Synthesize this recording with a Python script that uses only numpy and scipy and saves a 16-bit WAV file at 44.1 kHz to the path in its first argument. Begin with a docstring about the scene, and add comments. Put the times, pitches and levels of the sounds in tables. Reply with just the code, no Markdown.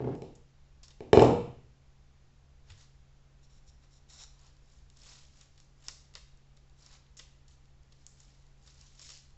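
"""Scissors and dry sprigs at a florist's bench.

Scissors drag off a wooden bench, snip a dried stem and clatter back: blades clink, the top thuds.
Dry sprigs rasp into a ball of floral foam; petals crackle and stalks snap as the ball is turned.
Friction is a stream of tiny fractures; knocks and snaps are impacts through damped resonances.
A bare workroom echoes the work over a low ventilation hum."""
import sys
import numpy as np
from scipy import signal
from scipy.fft import rfft, irfft, next_fast_len
from scipy.io import wavfile
from scipy.ndimage import map_coordinates

SR = 44100
rng = np.random.default_rng(int(sys.argv[2]) if len(sys.argv) > 2 else 0)


def bounce(signal):
    """Save signal as a 16-bit WAV file at the path given by the first command-line argument."""
    frames = np.transpose(np.atleast_2d(signal))
    limited = np.clip(frames, -1, 1)
    pcm = np.round(limited * 32767).astype(np.int16)
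    wavfile.write(sys.argv[1], SR, pcm)


N = 413216
TOP_HZ = 8220  # band limit


def amp(db):
    """Decibels to gain."""
    return 10 ** (np.asarray(db) / 20)


def unit_rms(x):
    """x at rms 1."""
    return x / np.sqrt(np.mean(x ** 2) + 1e-20)


def unit_energy(x):
    """x at energy 1."""
    return x / np.linalg.norm(x)


def along(points, hz):
    """(Hz, value) points interpolated on a log axis."""
    point_hz, values = np.transpose(points)
    return np.interp(np.log(hz + 1), np.log(point_hz + 1), values)


def wobble(rate_hz):
    """Smooth random curve, rate_hz knots a second."""
    knots = rng.standard_normal(int(N * rate_hz / SR) + 4)
    return map_coordinates(knots, [np.arange(N) * rate_hz / SR])


def filtered(x, response):
    """x through a frequency response."""
    size = next_fast_len(len(x) + min(len(x), SR // 2), True)
    return irfft(rfft(x, size) * response(np.fft.rfftfreq(size, 1 / SR)), size)[:len(x)]


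def coloured(x, spectrum):
    """x shaped by a (Hz, dB) spectrum, at rms 1."""
    return unit_rms(filtered(x, lambda hz: amp(along(spectrum, hz))))


def resonance(hz, centre_hz, width_hz):
    """Causal response of one damped resonance."""
    return 1j * hz * width_hz / (centre_hz ** 2 - hz ** 2 + 1j * hz * width_hz)


def ringing(peaks, blur=1):
    """Response of (Hz, width Hz, dB) peaks; blur widens them, as a room hears an object from all sides."""
    return lambda hz: sum(amp(db) * resonance(hz, centre, blur * width) for centre, width, db in peaks)


def add(track, start_s, sound):
    """Mix a sound into the track."""
    start = max(round(start_s * SR), 0)
    track[start:start + len(sound)] += sound[:N - start]


def contact(response, room_response, t60_s):
    """Sharp impact plus a dying cluster of tiny ones, through a resonator: direct sound, room feed."""
    t = np.arange(SR // 12) / SR
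    impact = 1. * (t == 0)
    cluster = rng.standard_normal(len(t)) * amp(-60 * t / t60_s)
    direct = filtered(4.5 * impact + cluster, response)
    return unit_energy(direct), unit_energy(filtered(impact, room_response))


def grains(per_s, spread_db, clump_db):
    """Tiny fractures of uneven size, in clumps."""
    fractures = (rng.random(N) < per_s / SR) * rng.choice([-1, 1], N)
    return fractures * amp(spread_db * rng.standard_normal(N) + clump_db * wobble(130))


def echo(x, build_s):
    """Wall reflections build up, then each frequency dies at its own rate."""
    # Each row: frequency in Hz, t60 in seconds.
    room_decay = [(80, .68), (300, .43), (1000, 0.45), (3000, 0.63), (5500, .5), (8000, .48)]
    hz, t, spectra = signal.stft(rng.standard_normal(SR), SR, nperseg=256)
    decay = amp(-60 * t / along(room_decay, hz)[:, None])
    tail = signal.istft(spectra * decay, SR, nperseg=256)[1]
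    tail *= 1 - np.exp(-(np.arange(len(tail)) / SR / build_s) ** 2)
    return signal.fftconvolve(x, unit_energy(tail))[:N]


def ventilation():
    """Rumbling air, an unsteady fan tone and a faint motor whine."""
    # Each row: frequency in Hz, relative density in dB.
    air_spectrum = [(22, -2), (50, -3), (70, -2.5), (100, -20), (190, -20.5), (260, -25.5), (800, -31.5),
                    (2800, -37.5), (7000, -40.5), (8000, -49)]
    fan_hz, motor_hz = 135, 800
    t = np.arange(N) / SR
    air = amp(-59) * coloured(rng.standard_normal(N), air_spectrum)
    drift = wobble(1.4)
    hum = amp(-63.5 + .9 * wobble(4.1)) * np.sin(2 * np.pi * fan_hz * t + .4 * drift)
    whine = amp(-87.5) * np.sin(2 * np.pi * motor_hz * t + 2 * drift)
    return air + hum + whine


def hand_bump():
    """The hand lands softly on the bench as it takes the ball: one low, dying tone."""
    start_s, pitch_hz, t60_s = 2.703, 92.6, .28
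    t = np.maximum(np.arange(N) / SR - start_s, 0)
    envelope = amp(-44.5 - 60 * t / t60_s) * (1 - np.exp(-2 * pitch_hz * t))
    return envelope * np.sin(2 * np.pi * pitch_hz * t)


def handle_drag():
    """Scissor handles judder and hiss over the wood, then lift off."""
    onset_s, end_s, fade_s = .037, .18, .028
    t = np.arange(N) / SR
    board = lambda hz: (resonance(hz, 133, 29) ** 2 + amp(-10) * resonance(hz, 250, 70) ** 2
                        + amp(-12.5) * resonance(hz, 409, 56) ** 2)
    slips = grains(per_s=2000, spread_db=2, clump_db=3)
    judder = amp(-35.5) * unit_rms(filtered(slips, board)) * np.clip(t / onset_s, 0, 1)
    hiss = amp(-59) * unit_rms(filtered(slips, lambda hz: resonance(hz, 1050, 1200) ** 2))
    sound = (judder + hiss) * np.clip((end_s - t) / fade_s, 0, 1)
    return sound + amp(-11) * echo(sound, build_s=.014)


def jerk(start_s, length_s, edge_s=.018):
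    """Short, even shove: start time and envelope."""
    t = np.arange(0, length_s + edge_s, 1 / SR)
    return start_s - edge_s / 2, np.clip(np.minimum(t, t[-1] - t) / edge_s, 0, 1)


def swell(peak_s, rise_s, fall_s, depth_db=24.5, roundness=1.5):
    """Stroke that speeds up and slows again: start time and envelope."""
    t = np.arange(-2 * rise_s, 2 * fall_s, 1 / SR)
    return peak_s + t[0], amp(-depth_db * np.maximum(-t / rise_s, t / fall_s) ** roundness)


def rubbing(strokes, motion, spectrum, fractures):
    """Each stroke drives a bright plant crackle and a dull noise, mostly scraped foam."""
    # Each row: frequency in Hz, relative density in dB.
    dull_spectrum = [(200, -12), (500, -3), (1000, 1), (2000, -3), (3000, -3), (5000, -4.5), (8000, -24)]
    crackle_gain, dull_gain = np.zeros(N), np.zeros(N)
    for *timing, crackle_db, dull_db in strokes:
        start_s, envelope = motion(*timing)
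        add(crackle_gain, start_s, amp(crackle_db) * envelope)
        add(dull_gain, start_s, amp(dull_db) * envelope)
    dull = coloured(grains(per_s=6000, spread_db=2, clump_db=1), dull_spectrum)
    return crackle_gain * coloured(fractures, spectrum) + dull_gain * dull


def stem_rasp():
    """A stem, shoved in by jerks, crushes the foam's cells."""
    # Each row: start and length in seconds, crackle and dull noise in dB.
    # At 3.825 s: a faint, dull, breath-like puff under a light crackle.
    pushes = [(3.426, 0.035, -68, -88), (3.494, 0.098, -71.5, -83), (3.673, 0.032, -63, -92),
              (3.825, 0.031, -71, -70.5), (3.912, 0.069, -67.5, -83), (4.091, 0.11, -57, -67.5),
              (4.196, 0.051, -52, -60.5)]
    # Each row: frequency in Hz, relative density in dB.
    stem_spectrum = [(800, -26), (2900, -13), (3900, 5), (4700, -4), (5550, 9), (6350, -2.5), (7100, 6.5),
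                     (8000, -5)]
    return rubbing(pushes, jerk, stem_spectrum, grains(per_s=6200, spread_db=3.5, clump_db=-1))


def petal_rustle(streams=16):
    """Dry petals rub: fracture streams, each at its own pitch, catch and give way together."""
    # Each row: peak time, rise and fall in seconds, crackle and foam scrape in dB.
    rubs = [(2.705, 0.057, 0.043, -66, -67), (2.815, 0.1, 0.085, -63, -71), (4.45, 0.13, 0.12, -71, -70.5),
            (4.74, 0.22, 0.14, -71.5, -83.5), (5.09, 0.17, 0.24, -56.5, -66.5),
            (5.405, .13, 0.093, -66, -77), (5.61, 0.13, 0.15, -73, -93), (5.878, 0.11, 0.022, -60.5, -68),
            (6.83, 0.084, 0.11, -64.5, -75), (6.945, 0.099, 0.058, -63, -64.5),
            (7.51, 0.045, 0.096, -68.5, -85), (8.04, 0.26, 0.048, -76, -84), (8.22, 0.15, 0.36, -69.5, -79),
            (8.685, 0.11, 0.1, -65.5, -75.5), (8.815, 0.11, 0.15, -64.5, -73),
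            (9.095, 0.21, 0.16, -54.5, -84)]
    # Each row: frequency in Hz, relative density in dB.
    petal_spectrum = [(800, -16.5), (2900, -6), (3900, -1.5), (5400, 0), (6200, -2), (6900, 0),
                      (7700, -4.5), (8200, -6)]
    crackle = np.zeros(N)
    for pitch_hz in (np.arange(streams) + .5) * TOP_HZ / streams:
        fractures = grains(per_s=700, spread_db=5, clump_db=2.5)
        crackle += unit_rms(filtered(fractures, lambda hz: resonance(hz, pitch_hz, width_hz=800) ** 2))
    return rubbing(rubs, swell, petal_spectrum, crackle * amp(2.2 * wobble(170)))


def sprigs():
    """Stem rasp and petal rustle with their echo."""
    rasp, rustle = stem_rasp(), petal_rustle()
    return rasp + rustle + echo(amp(-6.5) * rasp + amp(-5.5) * rustle, build_s=.00079)


def ticks(from_s=4.1, median_per_s=6.9, level_db=-47, pitch_hz=5000, spread_octaves=.4, t60_s=.013):
    """Faint random snaps of handled sprigs, as rows for stalk_snaps."""
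    spacing, offset_db, detune = rng.standard_normal((100, 3)).T
    times_s = from_s + np.cumsum(np.exp(spacing / 2) / median_per_s)
    rows = zip(times_s, level_db + offset_db, pitch_hz * 2 ** (spread_octaves * detune))
    return [(s, db, hz, t60_s) for s, db, hz in rows if s < (N - 1) / SR]


def stalk_snaps():
    """Cut or bent stalks splinter, ring near one pitch and shake the duller foam ball."""
    # Each row: start in seconds, splinter energy in dB, pitch in Hz, splintering t60 in seconds.
    snaps = [(0.353, -36.5, 6800, 0.052), (.832, -27, 5200, 0.12), (0.882, -31, 5360, 0.019),
             (.905, -34, 3494, 0.062), (2.702, -31, 1950, .03), (2.72, -35, 3300, .02),
             (4.393, -43, 5000, .006), (4.467, -41, 6160, 0.011), (4.901, -38, 5550, 0.0048),
             (4.971, -36.5, 5970, .02), (5.4118, -32.5, 6400, 0.011), (5.413, -37, 1200, 0.022),
             (5.578, -38, 4424, .03), (5.602, -36, 5900, .005), (5.884, -12.5, 5330, .01),
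             (6.139, -36.5, 4006, .03), (6.1532, -20, 4650, .01), (6.155, -30, 1950, .05),
             (6.17, -32, 1300, .04), (6.573, -41.5, 4500, .008), (6.863, -31, 5600, 0.01),
             (7.169, -25, 6150, 0.27), (7.192, -25, 5200, .04), (7.196, -25, 2850, .03),
             (7.481, -38, 5270, 0.032), (7.923, -37.5, 4570, .028), (8.066, -24, 7100, 0.005),
             (8.203, -32, 6520, .02), (8.6752, -32.5, 4500, 0.034), (8.813, -32.5, 6000, 0.014),
             (8.995, -28, 5200, .011), (9.015, -26, 5870, .035), (9.092, -27, 5100, .0097),
             (9.102, -24, 5330, 0.03), (9.12, -29, 5690, .01), (9.175, -32, 6540, 0.013)]
    # Bright peaks shared by all the snaps. Each row: frequency and width in Hz, relative level in dB.
    snap_colour = [(1033, 150, -7.5), (1950, 220, 1.5), (2920, 870, -1), (3605, 380, 1), (4530, 580, -2),
                   (5330, 380, -1), (6760, 1100, -0.5)]
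    # Each row: mode frequency and width in Hz, relative level in dB.
    ball_modes = [(579, 240, -2), (1200, 530, 0), (2000, 500, -3.5), (2750, 600, -3)]
    weak_width_hz, weak_db, halving_db = 2600, -37, 13  # harder breaks ring more purely
    thin_hz = 6000  # stalks pitched higher barely shake the ball
    direct, room_feed = np.zeros(N), np.zeros(N)
    ball = ringing(ball_modes)
    for start_s, db, pitch_hz, t60_s in snaps + ticks():
        body_gain = amp(-6) / (1 + (pitch_hz / thin_hz) ** 8)
        width_hz = weak_width_hz / 2 ** (max(db - weak_db, 0) / halving_db)
        near = lambda hz: resonance(hz, pitch_hz, width_hz) * ringing(snap_colour)(hz)
        around = lambda hz: resonance(hz, pitch_hz, weak_width_hz) * ringing(snap_colour, blur=2)(hz)
        splinter, splinter_ring = contact(near, around, t60_s)
        body, body_ring = contact(ball, ball, t60_s + .052)
        add(direct, start_s, amp(db) * (splinter + body_gain * body))
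        add(room_feed, start_s, amp(db) * (splinter_ring + body_gain * body_ring))
    return direct + amp(-6) * echo(room_feed, build_s=.0014)


def bench_thud():
    """Struck wooden top: the thud with a room tone, and the first swings that feed the echo."""
    # Each row: mode frequency in Hz, relative level in dB, t60 in seconds.
    bench_modes = [(76.55, -37, .65), (125.07, -27.5, 0.71), (185, -17, 0.1), (241.4, -17, .33),
                   (315.7, -22, 0.42), (379.1, -13, 0.25), (427.5, 1.5, 0.066), (496, -17, .16),
                   (547.2, -9.5, .08), (650, -10, 0.08), (689, -16.5, 0.17), (737, -13.5, 0.088),
                   (806.3, -13, .082), (854, -16.5, .12), (1097, -23.5, 0.16)]
    cutoff_hz, cutoff_width_hz = 1060, 1273  # the wood damps the treble
    room_tone_hz, room_tone_peak_s = 477.4, .105  # swells after each thud, then fades
    t = np.arange(SR * 2 // 3) / SR
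    board = sum(amp(db - 60 * t / t60_s) * np.sin(2 * np.pi * hz * t) for hz, db, t60_s in bench_modes)
    board *= 1 - np.exp(-t / .00059)
    room_tone_envelope = t / room_tone_peak_s * np.exp((1 - (t / room_tone_peak_s) ** 2) / 2)
    room_tone = amp(-31) * room_tone_envelope * np.sin(2 * np.pi * room_tone_hz * t)
    damped = lambda hz: cutoff_hz ** 2 / (cutoff_hz ** 2 - hz ** 2 + 1j * hz * cutoff_width_hz)
    # The board moves little air below its lowest mode.
    radiated = lambda hz: damped(hz) * (1j * hz / 60 * resonance(hz, 68, 55)) ** 2
    bass_cut = lambda hz: radiated(hz) * 1j * hz / (1j * hz + 130)
    return filtered(board + room_tone, radiated), filtered(board * np.exp(-t / .0019), bass_cut)


def scissor_clatter():
    """Each contact thuds in the bench and clinks in the blades, at a pitch set by where they touch."""
    # Each row: start in seconds, thud gain in dB, clink energy in dB, clink pitch in Hz.
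    knocks = [(.004, -26, -40, 3000), (0.0419, -27.5, -55, 2240), (0.0735, -23.5, -47, 2000),
              (.1515, -38, -37, 6500), (0.2209, -31, -31, 4570), (1.006, -30.5, -31, 2617),
              (1.131, -5.5, -3, 2101), (1.1327, -22, -7.5, 3199), (1.173, -3.5, -9.5, 2200),
              (1.195, -23.5, -5, 3400), (1.204, -12.5, -22, 2510), (1.2214, -4.5, -14, 6960),
              (1.246, -16.5, -18.5, 5510)]
    # Each row: mode frequency and width in Hz, relative level in dB.
    blade_modes = [(1760, 300, 2), (2300, 240, 4.5), (2650, 76, 2.5), (2930, 130, -2), (3640, 180, -3.5),
                   (4070, 130, -8), (5020, 260, -3.5), (6600, 280, -9.5), (7200, 250, -9)]
    softest_hz, hard_hz, db_per_octave = 215.17, 4500, 7.5  # gentler blows last longer, so sound duller
    clink_width_hz = 4400
    direct, thud_feed, clink_feed = np.zeros((3, N))
    thud, first_swings = bench_thud()
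    for start_s, thud_db, clink_db, clink_hz in knocks:
        reach_hz = softest_hz + hard_hz * 2 ** (thud_db / db_per_octave)
        push = lambda hz: -amp(thud_db) / (1 + 1j * hz / reach_hz)
        near = lambda hz: resonance(hz, clink_hz, clink_width_hz) * ringing(blade_modes)(hz)
        around = lambda hz: resonance(hz, clink_hz, clink_width_hz) * ringing(blade_modes, blur=2)(hz)
        clink, ring = contact(near, around, t60_s=.01)
        add(direct, start_s, filtered(thud, push))
        add(thud_feed, start_s, filtered(first_swings, push))
        add(direct, start_s, amp(clink_db) * clink)
        add(clink_feed, start_s, amp(clink_db) * ring)
    return direct + amp(3.5) * echo(thud_feed, build_s=.034) + amp(-3) * echo(clink_feed, build_s=.0092)


def scene():
    """All sources, mono."""
    return (ventilation() + scissor_clatter() + handle_drag() + hand_bump() + sprigs() + stalk_snaps())[None]


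def record(dry):
    """Steep low-pass around the band limit."""
    edge_hz = 1100
    return filtered(dry[0], lambda hz: np.clip(.5 - (hz - TOP_HZ) / edge_hz, 0, 1) ** 3)[None]


dry = scene()
out = record(dry)
bounce(out)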